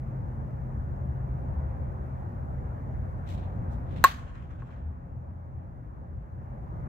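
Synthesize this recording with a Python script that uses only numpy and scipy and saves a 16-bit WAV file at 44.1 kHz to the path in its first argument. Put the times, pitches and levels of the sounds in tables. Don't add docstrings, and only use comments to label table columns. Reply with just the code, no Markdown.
import sys
import numpy as np
from scipy import signal
from scipy.fft import rfft, irfft, next_fast_len
from scipy.io import wavfile
from scipy.ndimage import uniform_filter1d, map_coordinates

SR = 44100
rng = np.random.default_rng(int(sys.argv[2]) if len(sys.argv) > 2 else 0)


def boost(x):
    u = np.asarray(x, float) / 20
    return 10 ** u


def wrap_up_sound(samples):
    columns = np.atleast_2d(samples).T
    tamed = np.clip(columns, -1, 1)
    steps = np.round(tamed * 32767).astype(np.int16)
    wavfile.write(sys.argv[1], SR, steps)


N = 303408

# frequency in Hz, level in dB per Hz.
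ROAD_COLOUR = [(15, -44.5), (25, -18), (58, 2.5), (103, -4), (128, -3.5), (155, -9), (245, -17), (285, -21),
               (370, -24.5), (450, -28.5), (524, -23.5), (791, -25.5), (1200, -32.5), (1770, -41.5),
               (4500, -77.5), (5850, -105), (9900, -120)]
# frequency in Hz, level in dB per Hz.
HISS_COLOUR = [(1760, -31.5), (3000, -10.5), (3600, -7), (4730, -8), (6670, -5.5), (8880, -17.5),
               (11900, -5.5), (13700, -8), (15100, -9.5), (16000, -16.5)]
# frequency in Hz, likeness from 0 to 1, left lag in rad.
PORT_LIKENESS = [(40, 0.38, .1), (90, 1, .1), (170, 0.89, .1), (262, 0.58, .1), (345, 0.6, .2),
                 (517, 0.33, 1.3), (688, 0.39, 3.2), (855, 0.52, 2.7), (1050, .68, 2.8), (1275, 0.61, 3.1),
                 (1594, 0.41, 4.4), (1900, 0.33, 5.6), (2280, 0.41, 5.7), (2993, 0.056, 8.7)]
# frequency in Hz, left minus right in dB.
PORT_BALANCE = [(60, 0.5), (110, 2), (200, 1), (380, 1), (700, 0), (1290, 0.5), (2380, 0.5), (4400, 3),
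                (8120, 8), (15000, -1.5)]
# time in seconds, level in dB.
TRAFFIC = [(0, -1), (.7, -1.25), (1.6, 0.25), (2.5, -0.24), (3.2, 0.23), (4.5, .5), (6.2, -0.45),
           (6.88, -0.1)]
# start in seconds, end in seconds, pitch in Hz, level in dB.
PASSING_ENGINES = [(.6, 2.4, 73, -41), (2.5, 4.5, 90, -41.5), (4, 6.9, 85, -39), (4.8, 5, 75, -34),
                   (0, 1.2, 222, -54.5), (3, 5.9, 245, -55.5), (6.5, 7.5, 160, -46), (2.7, 6.3, 170, -51),
                   (1.92, 2.15, 365, -57), (2.8, 3.05, 240, -48), (1.3, 1.94, 520, -60)]
# start in seconds, push in seconds, level in dB, treble share in dB.
SCUFFS = [
    (3.258, 0.068, -58.5, -1.5),
    (3.37, 0.072, -71.5, -22),
    (3.685, .05, -77, 7.5),
    (3.855, .115, -66.5, -12),
    (3.95, 0.029, -63, -9),
    (3.995, .05, -68, -4),
]
# frequency in Hz, level in dB per Hz.
DIRT_COLOUR = [(880, -36), (1500, -5), (2000, -3), (2640, -4), (3960, -5), (4590, -14), (8000, -18),
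               (9280, -26.5), (14600, -23.5), (16000, -27.5)]
# arrival in seconds, left in dB, right in dB, right lag in seconds.
NEAR_PATHS = [
    (4.040695, 0, -.4, .000042),
    (4.046225, -1.8, -2.5, .000122),
    (4.04848, -17.5, -13.3, -.00026),
]
# frequency in Hz, t60 in seconds.
TAIL_T60 = [(400, 0.18), (1100, 0.38), (2000, 0.31), (4500, 0.29), (7500, 0.41), (9500, 0.3), (15000, 0.23)]
# frequency in Hz, level in dB per Hz.
TAIL_COLOUR = [(240, -38), (400, -6), (504, -15), (717, -3.5), (1020, -8), (1120, 2), (1350, -6.5),
               (1640, -3), (2300, -11), (4390, -12.5), (5440, -25.5), (6350, -23), (8760, -34.5),
               (12100, -23), (15700, -28)]
# frequency in Hz, level in dB, t60 in
# seconds, rise in seconds.
BAT_MODES = [
    (1094, 3.3, .053, .0044),
    (1749, -.7, .0064, .00002),
             (1620, -33, 0.07, 0.00088), (2670, -18.5, 0.013, 0.00007), (4030, -14, 0.0098, 0.000023),
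               (6452, -14.5, 0.0083, 0.00022), (7750, -26, 0.06, 0.0016), (14000, -6.5, 0.0034, 0.00027),
               (10820, -14, 0.0034, 0.000078)]
# frequency in Hz, level in dB, t60 in seconds, rise in seconds.
BALL_SQUASH = (1174, 9.5, .0025, .00023)
# frequency in Hz, level in dB per Hz.
SNAP_COLOUR = [(3000, -41.5), (4500, -20), (6600, -13.5), (8900, -11), (11000, -12), (13700, -7),
               (15500, -9), (17000, -18)]
# arrival in seconds, left in dB, right in dB, top frequency in Hz.
FAR_WALLS = [(4.12, -34, -36, 3000), (4.185, -33, -35, 2500), (4.228, -33, -35, 1800),
             (4.315, -36, -38, 1600), (4.355, -40, -38, 6000), (4.412, -41, -41, 2000),
             (4.6919, -35, -33.5, 1500), (4.706, -41, -41, 4500), (4.763, -42, -42, 4200),
             (4.621, -30, -33, 2600), (4.6265, -33, -36, 1900)]
# arrival in seconds, level in dB.
SLOPES = [(4.18, -63), (4.26, -67), (4.335, -65), (4.41, -72), (4.49, -70), (4.58, -72), (4.65, -72),
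          (4.70, -71), (4.755, -76)]
# frequency in Hz, level in dB per Hz.
SLOPE_COLOUR = [(600, -34.5), (1000, 0), (1300, 3), (2000, -6), (3200, -13), (4600, -27), (7400, -28),
                (11000, -48)]
# frequency in Hz, level in dB.
WHINE = (8430, -99)

TOP_HZ, HISS_TOP_HZ = 16350, 15750
DRONE_HZ, SAG_HZ_PER_S2, LEAVES_S = 129.7, .21, 2.16
DRONE_DB, RECEDE_DB_PER_S, FAR_DB = -37, 11, -43
PASS_SHAPE, UNSTEADY_PER_S = .7, 5
DIG_IN, SETTLE_PUSHES = .55, 5.5
SLOPE_RISE_S, SLOPE_T60_S = .018, .5
LEAD_S = .001
SNAP_DB, BITE_S = 6.5, .00008
DUCK_DB, DUCK_S, HOLD_S, RECOVER_DB_PER_S = 7, .024, 2.1, 7.5
STOP_S = .004
CRACK_S = NEAR_PATHS[0][0]


def unit(x):
    return x / np.sqrt(np.mean(x ** 2) + 1e-20)


def along(points, hz):
    f, v = np.transpose(points)
    return np.interp(np.log(hz + 1), np.log(f + 1), v)


def curves(rows):
    s, *cols = np.transpose(rows)
    return [np.interp(np.arange(N) / SR, s, c) for c in cols]


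def wobble(rate):
    knots = rng.standard_normal(int(N * rate / SR) + 4)
    return map_coordinates(knots, [np.arange(N) * rate / SR])


def swell(start, rise, hold, t60):
    age = np.arange(N) / SR - start
    return np.clip(age / rise, 0, 1) * boost(-60 * np.maximum(age - rise - hold, 0) / t60)


def filtered(x, response):
    m = next_fast_len(N + SR // 2)
    return irfft(rfft(x, m) * response(np.fft.rfftfreq(m, 1 / SR)), m)[..., :N]


def lowpass(x, corner_hz):
    return filtered(x, lambda hz: 1 / (1 + (hz / corner_hz) ** 4))


def hiss_limited(x):
    return filtered(x, lambda hz: hz < HISS_TOP_HZ)


def tone(hz):
    return np.sin(2 * np.pi * np.cumsum(hz) / SR)


def diffuse(pair, spectrum):
    table = np.array(PORT_LIKENESS)

    def mid_side(hz):
        turn = np.arccos(np.clip(along(table[:, :2], hz), 0, 1)) / 2
        return boost(along(spectrum, hz)) * [np.cos(turn), np.sin(turn)]

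    def ports(hz):
        left_over_right = boost(along(PORT_BALANCE, hz)) * np.exp(-1j * along(table[:, ::2], hz))
        return left_over_right ** np.array([[.5], [-.5]])

    mid, side = filtered(pair, mid_side)
    return unit(filtered(np.array([mid + side, mid - side]), ports))


def patchy(depth_db):
    z = signal.stft(rng.standard_normal((2, N)), nperseg=512)[2]
    patches = uniform_filter1d(rng.standard_normal(z.shape[1:]), size=5, axis=0)
    patches = uniform_filter1d(patches, size=14, axis=1)
    return signal.istft(z * boost(depth_db * unit(patches)), nperseg=512)[1][:, :N]


def road():
    busy_db, = curves(TRAFFIC)
    wash = diffuse(patchy(depth_db=1.21), ROAD_COLOUR)
    rumble = lowpass(wash, 280)
    roar = wash - rumble
    hiss = hiss_limited(diffuse(patchy(depth_db=0.4), HISS_COLOUR))
    return boost(busy_db) * (boost(-34) * rumble + boost(-31.5) * roar) + boost(-80) * hiss


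def engines():
    t = np.arange(N) / SR
    drone_hz = DRONE_HZ - SAG_HZ_PER_S2 * t ** 2
    drone_db = np.maximum(DRONE_DB - RECEDE_DB_PER_S * np.maximum(t - LEAVES_S, 0), FAR_DB)
    x = boost(drone_db + 1.2 * wobble(UNSTEADY_PER_S)) * tone(drone_hz + .8 * wobble(6))
    for start, end, hz, db in PASSING_ENGINES:
        passing = np.sin(np.pi * np.clip((t - start) / (end - start), 0, 1)) ** PASS_SHAPE
        x += passing * boost(db + 3.5 + 3.5 * wobble(6.7)) * tone(hz * (1 + .02 * wobble(9)))
    return x * boost([[.8], [-.8]])


def shoes():
    x = np.zeros((2, N))
    grit = rng.standard_normal((2, N)) * boost(2.4 * wobble(500) + 1.1 * wobble(60))
    crunch = diffuse(grit, DIRT_COLOUR)
    dull = lowpass(crunch, 4500)
    treble = hiss_limited(crunch - dull)
    for start, push, db, tilt_db in SCUFFS:
        force = swell(start, DIG_IN * push, (1 - DIG_IN) * push, SETTLE_PUSHES * push)
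        x += boost(db + 3.5) * (force * dull + boost(tilt_db + 2.5) * force ** 1.3 * treble)
    return x


def field():
    hz, frame_s, z = signal.stft(rng.standard_normal((2, N)), SR, nperseg=128)
    decay = boost(-60 * np.abs(frame_s - CRACK_S) / along(TAIL_T60, hz)[:, None])
    tail = signal.istft(z * decay, SR, nperseg=128)[1][:, :N]
    spread = hiss_limited(diffuse(tail * boost(1.1 * wobble(110)), TAIL_COLOUR))
    near = np.clip((np.arange(N) / SR - CRACK_S) / .02, 0, 1) ** .6 * spread
    power = sum((boost(db + 17.5) * swell(s, SLOPE_RISE_S, 0, SLOPE_T60_S)) ** 2 for s, db in SLOPES)
    haze = diffuse(patchy(depth_db=1.5), SLOPE_COLOUR)
    return boost(-41.0) * near + np.sqrt(power) * boost(1.1 * wobble(150)) * haze


def echoes(crack):
    def arrival(hz, s, left_db, right_db):
        return boost([[left_db], [right_db]]) * np.exp(-2j * np.pi * hz * (np.array(s) - LEAD_S))

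    def near(hz):
        sides = np.array([[0], [1]]) / (1 + (hz / 9000) ** 4)
        return sum(arrival(hz, s + lag * sides, left, right) for s, left, right, lag in NEAR_PATHS)

    def far(hz):
        return sum(arrival(hz, s, left, right) / (1 + (hz / top_hz) ** 4)
                   for s, left, right, top_hz in FAR_WALLS)

    t = np.arange(N) / SR
    x = filtered(crack, near) + filtered(crack * boost(-900 * t), far)
    age = t - CRACK_S - .03
    clutter = rng.standard_normal((2, N)) * (age > 0) * boost(-61.5 - 60 * np.abs(age) / 1.1)
    note = lowpass(crack, 2500)[None, :4096]
    return x + signal.fftconvolve(clutter, note, axes=1)[:, :N]


def bat():
    t = np.arange(N) / SR - LEAD_S
    u = np.clip(t, 0, 1)

    def mode(hz, db, t60, rise):
        return boost(db - 60 * u / t60) * (1 - np.exp(-u / rise)) * np.sin(2 * np.pi * hz * u)

    click = 1. * (np.arange(N) == np.argmax(t > BITE_S))
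    snap = filtered(click, lambda hz: boost(SNAP_DB + along(SNAP_COLOUR, hz)))
    snap = snap * np.exp(np.minimum(t, 0) / .00015)
    grip = boost(-250 * np.maximum(u - .02, 0))
    ring = sum(mode(*m) for m in BAT_MODES)
    return grip * ring - mode(*BALL_SQUASH) + snap


def scene():
    return road() + engines() + shoes() + field() + echoes(bat())


def gain_control():
    age = np.arange(N) / SR - CRACK_S
    duck_db = DUCK_DB * np.clip(age / DUCK_S, 0, 1)
    return boost(np.minimum(RECOVER_DB_PER_S * np.maximum(age - HOLD_S, 0) - duck_db, 0))


def low_pass(x):
    return signal.sosfilt(signal.butter(12, 16610, fs=SR, output="sos"), x)


def record(dry):
    t = np.arange(N) / SR
    whine_hz, whine_db = WHINE
    whine = boost(whine_db + 2.5 * wobble(8)) * np.sin(2 * np.pi * whine_hz * t)
    held = np.clip((dry + whine) * gain_control(), -1, 1)
    held = held * np.clip(t[::-1] / STOP_S, 0, 1)
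    mix = filtered(held, lambda hz: 1 / (1 + (hz / TOP_HZ) ** 60))
    return low_pass(mix)


dry = scene()
out = record(dry)
wrap_up_sound(out)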